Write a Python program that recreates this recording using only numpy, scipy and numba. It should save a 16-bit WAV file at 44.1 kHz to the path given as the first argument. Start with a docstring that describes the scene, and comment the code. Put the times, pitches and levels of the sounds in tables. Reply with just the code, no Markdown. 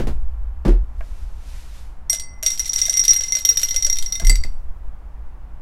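"""Dull knocks sound on a table and a carton is put down with a hoot of squeezed air. After a finger tap, a die
is dropped into a thick clear tumbler, shaken under a covering palm and tipped out onto a mat. Each impact
cracks and excites the tumbler's modes, which the grip damps; flat landings drive its air column. Both landings
on the table shake the microphone stand. Wrapping or a sleeve rustles, a hand slides on the mat, and the small
room hums quietly."""
import sys
import numpy as np
from scipy import signal
from scipy.fft import rfft, irfft, next_fast_len
from scipy.io import wavfile
from scipy.ndimage import uniform_filter1d
from numba import njit

SR = 44100
rng = np.random.default_rng(int(sys.argv[2]) if len(sys.argv) > 2 else 0)


def unload_audio(sound):
    """Save the sound as a 16-bit wav file, at the path given as the first command line argument."""
    columns = np.transpose(np.atleast_2d(sound))
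    # keep every value between -1 and 1, then stretch to whole-number steps
    steps = np.round(np.clip(columns, -1, 1) * 32767)
    wavfile.write(sys.argv[1], SR, steps.astype(np.int16))


N = 247643

# Impacts of the die. Each row: start in seconds, base ring level in dB, crack level in dB above it.
DIE_HITS = [(2.0974, -4.5, -16.5), (2.1304, -20, 2.5), (2.1474, -23.5, -1), (2.1974, -24, -5),
            (2.4274, -24, 1), (2.433, -18.5, -6), (2.463, -4.5, -11.5), (2.477, -12.5, -33),
            (2.503, -17, -10), (2.5174, -14, -27), (2.5948, -8.5, -14), (2.6566, -16.5, -19),
            (2.679, -23.5, -7), (2.6939, -14, -24), (2.7327, -8.5, -14.5), (2.7604, -8, -20),
            (2.789, -19.5, -1.5), (2.816, 0, -26), (2.8537, -5, -19.5), (2.8648, -18.5, -6),
            (2.881, -20.5, -5.5), (2.8958, -3, -17), (2.931, -18, -9), (2.9396, -8, -28),
            (2.9715, -2.5, -20), (2.9937, -2.5, -23.5), (3.038, -15.5, -4.5), (3.0505, -12, -10.5),
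            (3.0807, -1, -19.5), (3.0914, -3, -34), (3.106, 0.5, -22.5), (3.1333, -14.5, -3.5),
            (3.1622, -7.5, -20), (3.2074, -32, 10), (3.236, -12, -20), (3.2826, -13.5, -46.5),
            (3.322, -4, -20.5), (3.352, -7, -17), (3.368, -25, -2.5), (3.387, -21, -8), (3.4498, 1.5, -18),
            (3.4895, 0, -14), (3.549, -37, -1), (3.572, -2.5, -17), (3.5951, -14, -10), (3.6155, -18.5, -6),
            (3.6247, -29, 3.5), (3.632, -8.5, -9), (3.6504, -11.5, -24), (3.686, -17, -12),
            (3.708, -13, -16.5), (3.7434, -26, 2), (3.762, -6.5, -17.5), (3.8, -24, -29),
            (3.8241, -5.5, -19.5), (3.8467, -5, -24.5), (3.8667, -36, 14), (3.8985, -5, -22),
            (3.9275, -10, -14.5), (3.957, -23, -9), (3.969, -19.5, -7), (3.986, -14, -13.5),
            (4.0247, -26, 8.5), (4.061, -13.5, -26), (4.1232, -7.5, -18), (4.1537, -12, -17),
            (4.1982, -21, -1.5), (4.2481, -14.5, -13), (4.2695, -8.5, -10), (4.2957, -22.5, 11),
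            (4.356, -24, 1), (4.4371, -37, 2)]
def die_impacts():
    """Rebounds as a Poisson process: small skips join the hits. Gives times and base, wall, crack dB."""
    hit_s, hit_db, crack_above_db = np.transpose(DIE_HITS)
    first_s, loudest_s, last_s, skips_per_s = 2.43, 2.74, 4.3, 150
    gaps, sizes = -np.log(rng.random((500, 2))).T
    skip_s = first_s + np.cumsum(gaps) / skips_per_s
    skip_db = -34.5 - 11 * abs(skip_s - loudest_s) + np.minimum(4 * sizes, 9)   # a few are large
    skip_s, skip_db = skip_s[skip_s < last_s], skip_db[skip_s < last_s]
    wall_share = 0.56   # dB of wall ring per dB of base ring
    wall_db = np.r_[wall_share * hit_db, wall_share * skip_db - 11]
    crack_db = np.r_[hit_db + crack_above_db, skip_db - 8]
    return np.r_[hit_s, skip_s], np.r_[hit_db, skip_db], wall_db, crack_db


# Short modes that ignore the grip. Each row: frequency in Hz, relative level in dB, T60 in seconds.
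BASE_MODES = [(5560, -8, 0.025), (5700, -1, 0.042), (5780, -3, 0.018), (5920, -10, 0.014)]
LIP_MODES = [(10930, -22, .08), (11580, -16, 0.042), (12460, -15, .055), (12640, -20, .04),
             (15800, -29.5, .04)]
# Gripped modes. Each row: frequency in Hz, relative level in dB, T60 in seconds at damping factor 1.
LOW_WALL_MODES = [(2042, -9, 1), (2067.3, 0.5, 0.33)]
HIGH_WALL_MODES = [(4610, -5, .24), (4690, -2, .08)]
RIM_MODES = [(7650, -4, .15), (7860, 1, .3)]
TOP_MODES = [(8570, 0, .2)]
FOOT_MODES = [(3150, -10, .07), (3690, -5, .13), (4240, -4, .08)]
# The grip: dropped into, left ringing, shaken, palm closed, tipped over, landing, rocking, at rest.
# Each row: start in seconds, damping factor, low wall gain in dB, high wall and rim gains in dB above
# that, top gain in dB above the base, foot gain in dB, motion from 0 to 1.
GRIP_STAGES = [(2.09, 1.2, -31.5, -3, -11, -13.5, -29, 0.077),
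               (2.19, 0.74, -29.5, 8.5, -19, -15.5, -18, 0.23), (2.42, 2.8, -33, -16, -17, -23, -9.5, 0.94),
               (3.199, 3.1, -31.5, -4, -30, -30.5, -3, 0.51), (4.24, 1.8, -22, -6, -14.5, -16.5, -20, 1),
               (4.29, 3.6, -5, 11, 5.5, 8, -16, 0.68), (4.35, 19.6, -1.5, 6, -9, -31, -8, 1),
               (4.468, 2.3, -14, -2.5, -3, -13, -11.5, 0.23)]
def tumbler():
    """Modal vibration: impacts ring the tumbler, the grip damps it, motion adds a Doppler shift."""
    times, base_db, wall_db, crack_db = die_impacts()
    stage_s, *columns = np.transpose(GRIP_STAGES)
    stage = np.maximum(np.searchsorted(stage_s, np.arange(N) / SR) - 1, 0)
    damping, wall_gain, high_gain, rim_gain, top_gain, foot_gain, motion = (c[stage] for c in columns)
    at = (times * SR).astype(int)
    wall_db = wall_db + wall_gain[at]
    high_db, rim_db = wall_db + high_gain[at], wall_db + rim_gain[at]
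    edge_db = 0.38 * base_db + 0.62 * crack_db   # foot and lip mostly follow the crack
    doppler = 1 + 0.0026 * motion * drift(22)
    moving = dict(bend=doppler, flutter_db=3 * motion)
    held = dict(moving, damping=damping)
    out = strike(times, base_db, BASE_MODES, scatter_db=2.5, **moving)
    out += strike(times, wall_db, LOW_WALL_MODES, scatter_db=6, **held)
    out += strike(times, high_db, HIGH_WALL_MODES, scatter_db=4, **held)
    out += strike(times, rim_db, RIM_MODES, scatter_db=2, **held)
    out += strike(times, base_db + top_gain[at], TOP_MODES, scatter_db=3.5, **held)
    out += strike(times, edge_db, LIP_MODES, scatter_db=5, **moving)
    out += strike(times, edge_db + foot_gain[at], FOOT_MODES, scatter_db=4.5, **held)
    linger_t60_s = 0.42   # faint rings of wall, rim and base that the hand does not damp
    for drive_db, hz, db in (high_db, 4620, -32), (rim_db, 7850, -24), (base_db, 5700, -25):
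        out += strike(times, drive_db, [(hz, db, linger_t60_s)], scatter_db=1, bend=doppler, flutter_db=6)
    return out + cracks(times, crack_db)


# Contact noise of the die. Each row: frequency in Hz, relative spectral density in dB.
CRACK_SPECTRUM = [(1200, -8.5), (2000, -4.5), (4000, 3.5), (8000, 4.5), (10000, -1.5), (13200, -10.5),
                  (14200, -27.5), (16000, -29)]
def cracks(times, db):
    """Brief contact is broadband: a crack, then a wash of tiny rebounds, coloured anew for each blow."""
    contact, scatter_db = noise(CRACK_SPECTRUM), 3 * rng.standard_normal((len(times), 3))
    below_low, below_high = (signal.sosfilt(signal.butter(2, hz, fs=SR, output="sos"), contact)
                             for hz in (4140, 9600))
    out = 0
    for k, band in enumerate((below_low, below_high - below_low, contact - below_high)):
        blows = clicks(times, from_db(db + scatter_db[:, k]))
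        out += band * (fade(blows, t60=0.01) + from_db(-13.5) * fade(blows, t60=0.11))
    return out


# A finger tap, then the die's flat landings, lower in pitch as the palm closes the tumbler.
# Each row: start in seconds, lowest resonance in Hz, level in dB.
AIR_PUSHES = [(1.007, 658, -33.5), (2.131, 660, -29.5), (2.428, 642, -30), (2.882, 665, -31.5),
              (3.207, 552.5, -37.5), (3.366, 597, -37), (3.513, 465, -33.5), (3.629, 527, -39),
              (3.744, 538, -34.5), (3.867, 574, -32.5), (4.199, 662, -28.5)]
# Air column modes. Each row: offset above the lowest in Hz, relative level in dB, T60 in seconds.
AIR_MODES = [(0, 2.5, 0.055), (954, -0.5, 0.042)]
def air_column():
    """Cavity resonance: each push makes the air in the tumbler hoot roughly and die away."""
    out, rise_s = 0, 0.004
    for start, hz, db in AIR_PUSHES:
        age = np.maximum(np.arange(N) / SR - start, 0)
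        for offset_hz, mode_db, t60 in AIR_MODES:
            envelope = from_db(db + mode_db - 60 * age / t60) * -np.expm1(-age / rise_s)
            out += envelope * np.sin(2 * np.pi * (hz + offset_hz) * age)
    return out * from_db(2.94 * drift(60))


# Knocks on the table. Each row: start in seconds, relative level in dB, brightness in dB, T60 in seconds.
TABLE_KNOCKS = [(0.001, -12, -7, 0.2), (0.071, -14.5, 0.5, 0.17), (0.651, -7, -15, 0.21),
                (0.68, -13, -6.5, 0.18), (4.217, -25, 6.5, 0.2), (4.299, -21, 2, 0.17),
                (4.447, -29, 15, 0.075)]
# Low modes of the carton, which boom under every knock. Each row: frequency in Hz, relative level in dB, T60 in
# seconds.
BOOM_MODES = [(124.4, 11.5, 0.31), (212.3, 12, 0.15), (246.4, 8.5, 0.082), (354, 10.5, 0.081),
              (424.6, 1.5, 0.13)]
# The dull slap of a knock. Each row: frequency in Hz, relative spectral density in dB.
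SLAP_SPECTRUM = [(80, -22), (150, 8), (400, 0), (2000, -19.5), (5000, -30.5), (16000, -51)]
def knocks():
    """Impact excitation: each knock is a burst of dull noise plus a low boom of the carton."""
    times, levels_db, _, _ = np.transpose(TABLE_KNOCKS)
    slap = noise(SLAP_SPECTRUM)
    edge = rms_one(np.diff(slap, prepend=0))   # the hard edge of a knock is its slope
    out = strike(times, levels_db - 23, BOOM_MODES, scatter_db=0)
    for start, db, bright_db, t60 in TABLE_KNOCKS:
        contact = slap * from_db(db - 10) + edge * from_db(db + bright_db - 24.5)
        out += contact * fade(clicks([start], 0.9), t60)
    return out


def carton_puff():
    """Air displacement: air squeezed out under the landing carton gives a short rising hoot."""
    start_s, length_s, from_hz, to_hz = 0.657, 0.062, 180, 428
    progress = np.clip((np.arange(N) / SR - start_s) / length_s, 0, 1)
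    hz = from_hz * (to_hz / from_hz) ** np.sqrt(progress)
    return from_db(-17) * np.sin(np.pi * progress) * np.sin(2 * np.pi * np.cumsum(hz) / SR)


# The dry part of the finger tap. Each row: frequency in Hz, relative spectral density in dB.
TAP_SPECTRUM = [(450, 0), (1500, -2), (2700, -4), (3300, -32)]
def finger_tap():
    """A heavily damped impact: a finger on the tumbler gives a light, dry tick."""
    return noise(TAP_SPECTRUM) * fade(clicks([1.008], from_db(-36)), t60=0.035)


# Jolts. Each row: time in seconds, level under 30 Hz in dB, level from 30 to 90 Hz in dB.
TABLE_JOLTS = [(.1, -13.5, -23), (.8, -33.5, -32.5), (3.92, -15.5, -41), (4.42, -11, -33)]
# The upper band of the rumble. Each row: frequency in Hz, relative spectral density in dB.
RUMBLE_SPECTRUM = [(28, 3), (56, 0.5), (66, -2.5), (92, -28.5)]
def stand_rumble():
    """Structure-borne sound: jolts reach the microphone through the table and raise a low rumble."""
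    t = np.arange(N) / SR
    rise_db_per_s, deep_fall_db_per_s, low_fall_db_per_s = 92, 49, 14.5
    deep, low = from_db(-32.5), from_db(-41.5)   # resting levels
    for when, deep_db, low_db in TABLE_JOLTS:
        before, after = np.maximum(when - t, 0), np.maximum(t - when, 0)
        deep = deep + from_db(deep_db - rise_db_per_s * before - deep_fall_db_per_s * after)
        low = low + from_db(low_db - rise_db_per_s * before - low_fall_db_per_s * after)
    deep, low = (uniform_filter1d(x, size=round(0.054 * SR)) for x in (deep, low))
    return deep * noise([(3, -4.5), (16, -8.5), (30, -27.5)]) + low * noise(RUMBLE_SPECTRUM)


# Sways of the stand. Each row: start in seconds, frequency in Hz and rms level in dB at the crest.
STAND_SWAYS = [(0.666, 37.3, -5.5), (4.235, 30.93, -3)]
def stand_sway():
    """Damped oscillation: after a landing the stand's sway swells and dies, gliding up in frequency."""
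    rise_s, length_s, fall_db_per_s, glide_hz_per_s = 0.047, 0.17, 155, 54
    out = 0
    for start, hz, crest_db in STAND_SWAYS:
        age = np.clip(np.arange(N) / SR - start, 0, length_s)
        swell_db = -10.5 * np.maximum(1 - age / rise_s, 0)
        decay_db = -fall_db_per_s * np.maximum(age - rise_s, 0)
        edges = np.clip(np.minimum(age, length_s - age) / 0.0041, 0, 1)
        phase = 2 * np.pi * age * (hz + glide_hz_per_s * (age / 2 - rise_s))
        out -= np.sqrt(2) * from_db(crest_db + swell_db + decay_db) * edges * np.sin(phase)
    return out


# Rustling strokes: first wrapping or a sleeve rustles, then a hand slides on the mat. Each row: middle in
# seconds, length in seconds, level in dB.
RUSTLE_STROKES = [(1.14, 0.17, -58), (1.547, 0.12, -51.5), (1.778, 0.037, -53.5)]
# Rustling and rubbing on the mat. Each row: frequency in Hz, relative spectral density in dB.
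RUB_SPECTRUM = [(1300, 3), (5800, 0.5), (13000, -7), (16000, -36)]
def rustles():
    """Friction noise: each stroke holds its level and fades in and out at its ends."""
    t, edge_db_per_s = np.arange(N) / SR, 101
    envelope = sum(from_db(db - edge_db_per_s * np.maximum(abs(t - middle) - length / 2, 0))
                   for middle, length, db in RUSTLE_STROKES)
    return noise(RUB_SPECTRUM) * envelope


# The hum of the room. Each row: frequency in Hz, relative spectral density in dB.
HUM_SPECTRUM = [(60, -11), (95, 5), (220, -6.5), (420, -13), (935, -9.5), (2230, -24.5), (4000, -36),
                (16000, -44)]
def room_hum():
    """Stationary background noise: a quiet hum, strongest in the bass."""
    return from_db(-50.5) * noise(HUM_SPECTRUM)


def reverberation(x, t60=0.19):
    """Diffuse field: convolution with dulled, exponentially decaying noise gives the room's tail."""
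    t = np.arange(SR // 2) / SR
    dull = signal.sosfilt(signal.butter(1, SR / 3, fs=SR, output="sos"), rng.standard_normal(len(t)))
    tail = dull * np.exp(-np.log(1000) * t / t60) * np.clip(t / 0.015, 0, 1)
    return signal.fftconvolve(x, tail / np.sqrt(np.sum(tail ** 2)))[:N]


def strike(times, db, modes, scatter_db, damping=1, bend=1, flutter_db=0):
    """Modal superposition: each blow meets each mode at another point of its shape, so strengths vary."""
    scatter = scatter_db * rng.standard_normal((len(times), len(modes)))
    lobes = drift(72.8)   # a turning body sweeps each mode's lobes past the microphone
    out, build_up_s = 0, 0.0015
    for k, (hz, mode_db, t60) in enumerate(modes):
        blows = clicks(times, from_db(db + mode_db + scatter[:, k]))
        turn = np.full(N, 2 * np.pi * hz / SR) * bend
        loss = np.full(N, np.log(1000) / t60 / SR) * damping
        tone = resonator(blows, turn, loss, 1 / (build_up_s * SR))
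        out += tone * from_db(flutter_db * np.roll(lobes, k * N // 9))
    return out


@njit
def resonator(x, turn, loss, rise):
    """A damped oscillator with varying phase step and loss per sample; it builds up at the rate rise."""
    out, state, heard = np.zeros(len(x)), 0j, 0j
    for i in range(len(x)):
        spin = np.exp(1j * turn[i])
        state = state * spin * (1 - loss[i]) + x[i]
        heard = heard * spin * (1 - rise) + rise * state
        out[i] = heard.imag
    return out


def clicks(times, gains):
    """An impulse train, one impulse per event."""
    out = np.full(N, 1e-18)
    np.add.at(out, np.round(np.asarray(times) * SR).astype(int), gains)
    return out


def fade(x, t60):
    """Exponential decay: a unit impulse jumps to 1 and falls 60 dB in t60 seconds."""
    return signal.lfilter([1], [1, -from_db(-60 / (t60 * SR))], x)


def noise(spectrum):
    """Spectral shaping: steady noise of rms 1 that follows (Hz, dB) points."""
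    hz, db = np.transpose(spectrum)
    size = next_fast_len(N)
    log_hz = np.log(np.fft.rfftfreq(size, 1 / SR) + 1)
    gain = from_db(np.interp(log_hz, np.log(hz), db, -90, -90))
    return rms_one(irfft(rfft(rng.standard_normal(size)) * gain, size))[:N]


def drift(hz):
    """Random modulation of rms 1 that rolls off above hz."""
    return noise([(hz / 8, 0), (hz, 0), (hz * 4, -24)])


def from_db(db):
    """Decibels as an amplitude ratio."""
    return 10 ** (np.asarray(db) / 20)


def rms_one(x):
    """Normalisation to unit rms."""
    return x / np.sqrt(np.mean(x ** 2) + 1e-20)


def scene():
    """Superposition: the impacts and their reverberation, then stand, rustles and hum, in one channel."""
    struck = tumbler() + air_column() + knocks() + carton_puff() + finger_tap()
    in_room = struck + from_db(-12.5) * reverberation(struck)
    return (in_room + stand_rumble() + stand_sway() + rustles() + room_hum())[None]


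def record(dry):
    """Soft saturation rounds the peaks; a steep low-pass filter cuts the top."""
    ceiling, cutoff_hz = 0.92, 16250
    lowpass = signal.cheby2(24, 80, cutoff_hz, fs=SR, output="sos")
    return signal.sosfilt(lowpass, ceiling * np.tanh(dry / ceiling))


dry = scene()
out = record(dry)
unload_audio(out)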